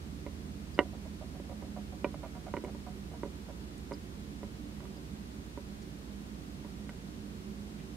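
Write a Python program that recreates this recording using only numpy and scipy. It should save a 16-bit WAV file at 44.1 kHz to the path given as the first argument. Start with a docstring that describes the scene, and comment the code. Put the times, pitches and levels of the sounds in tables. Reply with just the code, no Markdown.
"""Two hermit crabs jostle on a hollow log in a glass tank, close to a stereo pair of microphones.
Shells knock on the wood and rock back with a dull thud, claw tips tick and squeak as they slip,
and one crab rasps in a run of short strokes, a ridge dragged over a hard edge. The glass echoes it all.
In the room behind, an air conditioner drones and throbs, and a second low hum sinks and fades."""
import sys
import numpy as np
from scipy import signal
from scipy.fft import rfft, irfft, next_fast_len
from scipy.io import wavfile

SR = 44100
rng = np.random.default_rng(int(sys.argv[2]) if len(sys.argv) > 2 else 0)


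def transcribe(u):
    """Save the signal u as a 16-bit wav file named by the first command-line argument.

    u: samples, shape (n,) or (channels, n), limited to [-1, 1]; the rate is SR.
    q: integer samples, one column per channel.
    """
    v = np.clip(np.atleast_2d(u).T, -1, 1)
    q = np.round(v * 32767).astype(np.int16)
    wavfile.write(sys.argv[1], SR, q)


N = 351036


def amp(db):
    """Decibels to gain."""
    return 10 ** (np.asarray(db) / 20)


def read_curve(points, hz):
    """Reads a table on a logarithmic frequency axis."""
    f, value = np.transpose(points)
    return np.interp(np.log(hz + 1), np.log(f + 1), value)


def add(mix, s, sound):
    """Mixes a sound in at time s."""
    part = mix[round(s * SR):][:len(sound)]
    part += sound[:len(part)]


def noise(gain, size=N):
    """Noise of rms one whose spectrum follows the function gain(Hz)."""
    full = next_fast_len(size)
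    spectrum = rfft(rng.standard_normal(full)) * gain(np.fft.rfftfreq(full, 1 / SR))
    x = irfft(spectrum, full)[:size]
    return x / np.sqrt(np.mean(x ** 2) + 1e-20)


def resonance(hz, centre_hz, width_hz):
    """A bell-shaped peak of height one."""
    return 1 / (1 + (2 * (hz - centre_hz) / width_hz) ** 2)


def ring(modes, spread_db, size=8192):
    """Decaying modes; the point of contact sets how strongly each one answers."""
    t = np.arange(size) / SR
    hz, db, t60 = np.transpose(modes)[:, :, None]
    db = db + spread_db * rng.standard_normal(db.shape)
    return (amp(db - 60 * t / t60) * np.cos(2 * np.pi * hz * t)).sum(0)


def soften(x, corner_hz):
    """A softer contact lasts longer and so loses its treble."""
    return signal.sosfilt(signal.butter(2, corner_hz, fs=SR, output="sos"), x)


def confine(x, low_hz, high_hz):
    """A small body radiates little bass, and wood swallows the top."""
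    x = signal.sosfilt(signal.butter(3, low_hz, "high", fs=SR, output="sos"), x)
    return signal.sosfilt(signal.butter(8, high_hz, fs=SR, output="sos"), x)


# spectrum of the moving air in the room: f/Hz, level/dB
AIR_SPECTRUM = [(20, -23), (40, -11), (62, -3), (100, 4.5), (125, -3.5), (155, 5), (250, 0.5), (320, -4),
                (420, -11.5), (600, -16), (900, -24), (1500, -28), (4000, -31.5), (15000, -60)]
# resonances of the duct: f/Hz, width/Hz, lift/dB
DUCT_RESONANCES = [(295.8, 23, 6.8), (379.4, 20, 9.7), (451, 10, 9.2)]
def air_rush():
    """The rush of air, lifted at the resonances of the duct."""
    def gain(hz):
        lift_db = sum(db * resonance(hz, f, width) for f, width, db in DUCT_RESONANCES)
        return amp(read_curve(AIR_SPECTRUM, hz) + lift_db)
    return noise(gain)


# steady tones of the air conditioner: f/Hz, level/dB
UNIT_TONES = [(59.2, -50.5), (209.9, -57)]
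# drone, hum and rasps are louder at the right microphone; rows left, right: level/dB
SCENE_PAN = [
    [-5.5],
    [1.21],
]
def air_conditioner(throb_db=2, throb_s=1.365, throb_top_s=1.84):
    """Behind the tank: rushing air, a booming resonance that throbs slowly, and steady tones."""
    t = np.arange(N) / SR
    rush = air_rush() + amp(-13) * np.array([air_rush(), air_rush()])  # mostly common to both sides
    eddies = np.array([noise(lambda hz: hz / (1 + (hz / 55) ** 4)) for _ in range(2)])  # one per side
    boom = noise(lambda hz: resonance(hz, centre_hz=204.1, width_hz=17.3))
    boom *= amp(-50 + throb_db * np.cos(2 * np.pi * (t - throb_top_s) / throb_s))
    tones = sum(amp(db) * np.sqrt(2) * np.sin(2 * np.pi * (hz * t + rng.random()))
                for hz, db in UNIT_TONES)
    return amp(SCENE_PAN) * (amp(-46) * rush + boom + tones) + amp(-63) * eddies


def fading_hum(from_hz=76.5, to_hz=70.5, slowing_at_s=3, slowing_s=0.81, fade_db_per_s=1.26):
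    """A low hum and its octave slow from one speed to another as they fade."""
    t = np.arange(N) / SR
    hz = to_hz + (from_hz - to_hz) / (1 + np.exp((t - slowing_at_s) / slowing_s))
    phase = 2 * np.pi * np.cumsum(hz) / SR
    hum = np.sin(phase) + amp(-7) * np.sin(2 * phase)
    return amp(-48 - fade_db_per_s * t) * np.sqrt(2) * hum


# modes of the log and tank together: f/Hz, level/dB, t60/s
LOG_MODES = [(260.5, -11, 0.14), (323, 2, 0.036), (432, -6.5, 0.022), (570, -8.5, 0.045), (738, -14.5, 0.1),
             (966, -9.5, 0.033), (992, -10.5, 0.055), (1155, -12.5, 0.052), (1410, -10, 0.025),
             (1472, -12.5, 0.019), (1956, 2.5, 0.013), (2055, -10.5, .042), (2100, -6.5, 0.021),
             (2730, -15, 0.025), (2894, -4, 0.029), (3750, 5, 0.021)]
def blow(corner_hz, note_hz, note_t60_s=0.017, bounce_s=0.002018, bounce=0.27):
    """One blow rings the log and the struck spot; the nearest glass wall throws it straight back."""
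    body = soften(ring(LOG_MODES, spread_db=1.5), corner_hz)
    t = np.arange(len(body)) / SR
    note_db = -6.5 + 3 * np.log2(corner_hz / 1000)  # harder contacts ring the spot more
    note = amp(note_db - 60 * t / note_t60_s) * np.sin(2 * np.pi * note_hz * t)
    sound = confine(body + note, low_hz=209, high_hz=3270)
    sound += bounce * np.interp(t - bounce_s, t, sound, left=0)
    return sound / abs(sound).max()


def skid(centre_hz, width_hz, length_s):
    """A hard tip skids for a few milliseconds: a bright burst that rises fast and dies away."""
    burst = noise(lambda hz: 1 / (1 + (2 * (hz - centre_hz) / width_hz) ** 4) ** .5, size=4096)
    age = 4 * np.arange(len(burst)) / SR / length_s
    burst *= age * np.exp(-age)
    return burst / abs(burst).max()


# shell and leg on the log, close up:
# t/s, level/dB, contact hardness as a corner f/Hz, struck spot f/Hz, thud level/dB relative to the blow
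SHELL_KNOCKS = [(0.2646, -30.5, 655, 2110, -5), (0.7798, -32, 820, 1380, -19), (0.79, -7, 1400, 2800, -22),
                (1.3994, -34.5, 380, 474, -21), (1.624, -36, 640, 654, -15), (2.0447, -15, 810, 2386, -16),
                (2.5391, -21, 660, 960, -17), (2.5674, -26.5, 1660, 2170, 0.5),
                (2.6388, -27.5, 370, 400, -17), (2.6471, -30, 654, 2170, -5), (2.748, -36.5, 490, 970, -15),
                (3.2332, -23, 500, 970, -16), (3.2529, -38, 440, 690, 5.5), (3.9116, -30, 480, 520, -19),
                (3.9192, -27.5, 1000, 1040, -4.5), (4.4311, -32.5, 700, 730, -1),
                (4.8044, -38.5, 1100, 1080, -21), (4.854, -40.5, 1070, 1190, -15),
                (5.5751, -30.5, 600, 940, -3.5), (6.647, -37.5, 780, 980, -3),
                (6.893, -32.5, 2300, 1500, -15)]
def knocks(rock_delay_s=0.007):
    """Each knock is a blow with a faint crack, then a dull thud as the shell rocks back."""
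    out = np.zeros(N)
    for s, db, corner_hz, note_hz, thud_db in SHELL_KNOCKS:
        add(out, s, amp(db) * blow(corner_hz, note_hz))
        crack_gain = amp(db - 31.5) * corner_hz / 1000  # harder contacts crack more
        add(out, s, crack_gain * skid(centre_hz=3780, width_hz=4500, length_s=0.0094))
        add(out, s + rock_delay_s, amp(db + thud_db) * blow(corner_hz=275, note_hz=372))
    return out


# claw squeaks, midway between the microphones: t/s, level/dB
CLAW_SQUEAKS = [(0.741, -50.5), (3.9335, -45.5), (4.967, -52)]
def squeaks():
    """A claw tip slips and squeaks on one thin note."""
    out = np.zeros(N)
    for s, db in CLAW_SQUEAKS:
        add(out, s, amp(db) * skid(centre_hz=4910, width_hz=330, length_s=0.015))
    return out


# one crab's strokes, close up: t/s, length/s, level/dB
RASP_STROKES = [(0.854, 0.019, -54), (0.928, 0.021, -52), (1.0515, .017, -50.5), (1.21, 0.043, -49),
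                (1.344, 0.028, -54), (1.494, 0.037, -47.5), (1.627, 0.026, -52), (1.764, 0.022, -44),
                (1.923, 0.025, -51.5), (2.143, 0.013, -43.5), (2.232, .034, -44.5), (2.35, .036, -50.5),
                (2.465, 0.027, -45.5), (2.672, 0.027, -49.5), (2.865, 0.026, -47), (3.115, 0.037, -51),
                (3.484, .031, -48.5), (4.827, 0.027, -57.5), (4.898, 0.032, -64), (4.967, 0.016, -55.5)]
# modes of its shell and the log: f/Hz, level/dB, t60/s
SHELL_MODES = [(559, 7, 0.059), (630, 11, 0.049), (723, 6.5, 0.085), (953, 4.5, 0.063), (1020, -22, 0.057),
               (1130, -4, 0.039), (1400, -3.5, 0.035), (2080, 3, .02), (2350, -5, .02), (2880, -7, .025)]
def rasps(slips_per_s=420, jitter=0.55, dull_hz=1130, keen_hz=1880):
    """Each stroke drags a ridge over a hard edge: a quick, uneven run of slips rings the shell."""
    out = np.zeros(N)
    for s, length, db in RASP_STROKES:
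        keenness = np.exp(-((s - 2.45) / 0.25) ** 2)  # the strokes sharpen at the height of the run
        corner_hz = dull_hz + (keen_hz - dull_hz) * keenness
        gaps, sizes = rng.standard_normal((2, 40))
        slip_s = np.cumsum(np.exp(jitter * gaps)) / slips_per_s
        slip_s -= slip_s[0]
        force = amp(2 * sizes - 3.2 * slip_s / length)  # the stroke bites, then eases off
        within = slip_s < length
        slips = np.bincount((slip_s[within] * SR).astype(int), force[within])
        shell = soften(ring(SHELL_MODES, spread_db=1.7), corner_hz)
        stroke = confine(signal.fftconvolve(slips, shell), low_hz=422, high_hz=3340)
        add(out, s, amp(db) * stroke * np.sqrt(length * SR / np.sum(stroke ** 2)))
    return out


# claw ticks, midway between the microphones: t/s, level/dB, centre f/Hz, length/s
CLAW_TICKS = [(1.615, -54, 6500, .01), (2.639, -49.5, 7500, 0.015), (3.778, -52, 8000, 0.0091),
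              (3.925, -53, 6000, .012), (5.818, -49.5, 5360, 0.019), (6.893, -54, 7000, .016),
              (7.782, -52, 2500, .045)]
def ticks():
    """Claw tips tick and scratch over a wide band."""
    out = np.zeros(N)
    for s, db, centre_hz, length in CLAW_TICKS:
        add(out, s, amp(db) * skid(centre_hz, width_hz=0.6 * centre_hz, length_s=length))
    return out


# decay inside the glass tank: f/Hz, t60/s
TANK_DECAY = [(200, 0.17), (700, 0.092), (2000, 0.067), (6000, 0.015)]
def tank_echoes(x, size=11025, echoes_per_s=3000, build_s=0.0012):
    """Dense echoes build between the glass walls, different at each microphone."""
    taps = rng.choice([-1., 1.], (2, size)) * (rng.random((2, size)) < echoes_per_s / SR)
    hz, t, spectra = signal.stft(taps, SR, nperseg=256)
    decay = amp(-60 * t / read_curve(TANK_DECAY, hz)[:, None])
    tail = signal.istft(spectra * decay, SR, nperseg=256)[1]
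    tail *= 1 - np.exp(-(np.arange(tail.shape[1]) / SR / build_s) ** 2)
    tail = tail + 0.78 * tail[::-1]  # the microphones sit close together
    tail /= np.linalg.norm(tail, axis=1)[:, None]
    return signal.fftconvolve(x[None], tail, axes=1)[:, :N]


def shade_left(x, corner_hz=4200):
    """The knocks reach the left microphone with less treble than the right."""
    return np.array([signal.lfilter(*signal.butter(1, corner_hz, fs=SR), x), x])


# knocks and echoes land to the right of the pair; rows left, right: level/dB
KNOCK_BALANCE = [
    [-4.5],
    [1.56],
]
def scene():
    """The crabs close by in their tank, over the drone of the room."""
    knock, rasp, claws = knocks(), rasps(), ticks() + squeaks()
    echoes = tank_echoes(amp(-13.5) * knock + amp(-19) * rasp + amp(-15) * claws)
    crabs = amp(KNOCK_BALANCE) * (shade_left(knock) + echoes) + amp(SCENE_PAN) * rasp + claws
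    return crabs + amp(SCENE_PAN) * fading_hum() + air_conditioner()


# self-noise of the microphones: f/Hz, level/dB
MIC_HISS = [(100, 4), (700, 5), (1500, 1), (2800, -2), (4300, -3), (6500, -6.5), (10000, -10.5),
            (13000, -14.5), (15500, -17.5)]
def record(dry, hiss_db=-55.5, crossfeed=0.33, crossfeed_hz=4500, top_hz=15700):
    """The microphones add a hiss, slightly out of phase between the sides; the top treble is cut."""
    hiss = np.array([noise(lambda hz: amp(read_curve(MIC_HISS, hz))) for _ in range(2)])
    leak = signal.filtfilt(*signal.butter(1, crossfeed_hz, fs=SR), hiss[::-1])
    with_hiss = dry + amp(hiss_db) * (hiss - crossfeed * leak)
    band_limit = signal.firwin(511, top_hz, window=("kaiser", 9), fs=SR)
    return signal.oaconvolve(with_hiss, band_limit[None], "same")


dry = scene()
out = record(dry)
transcribe(out)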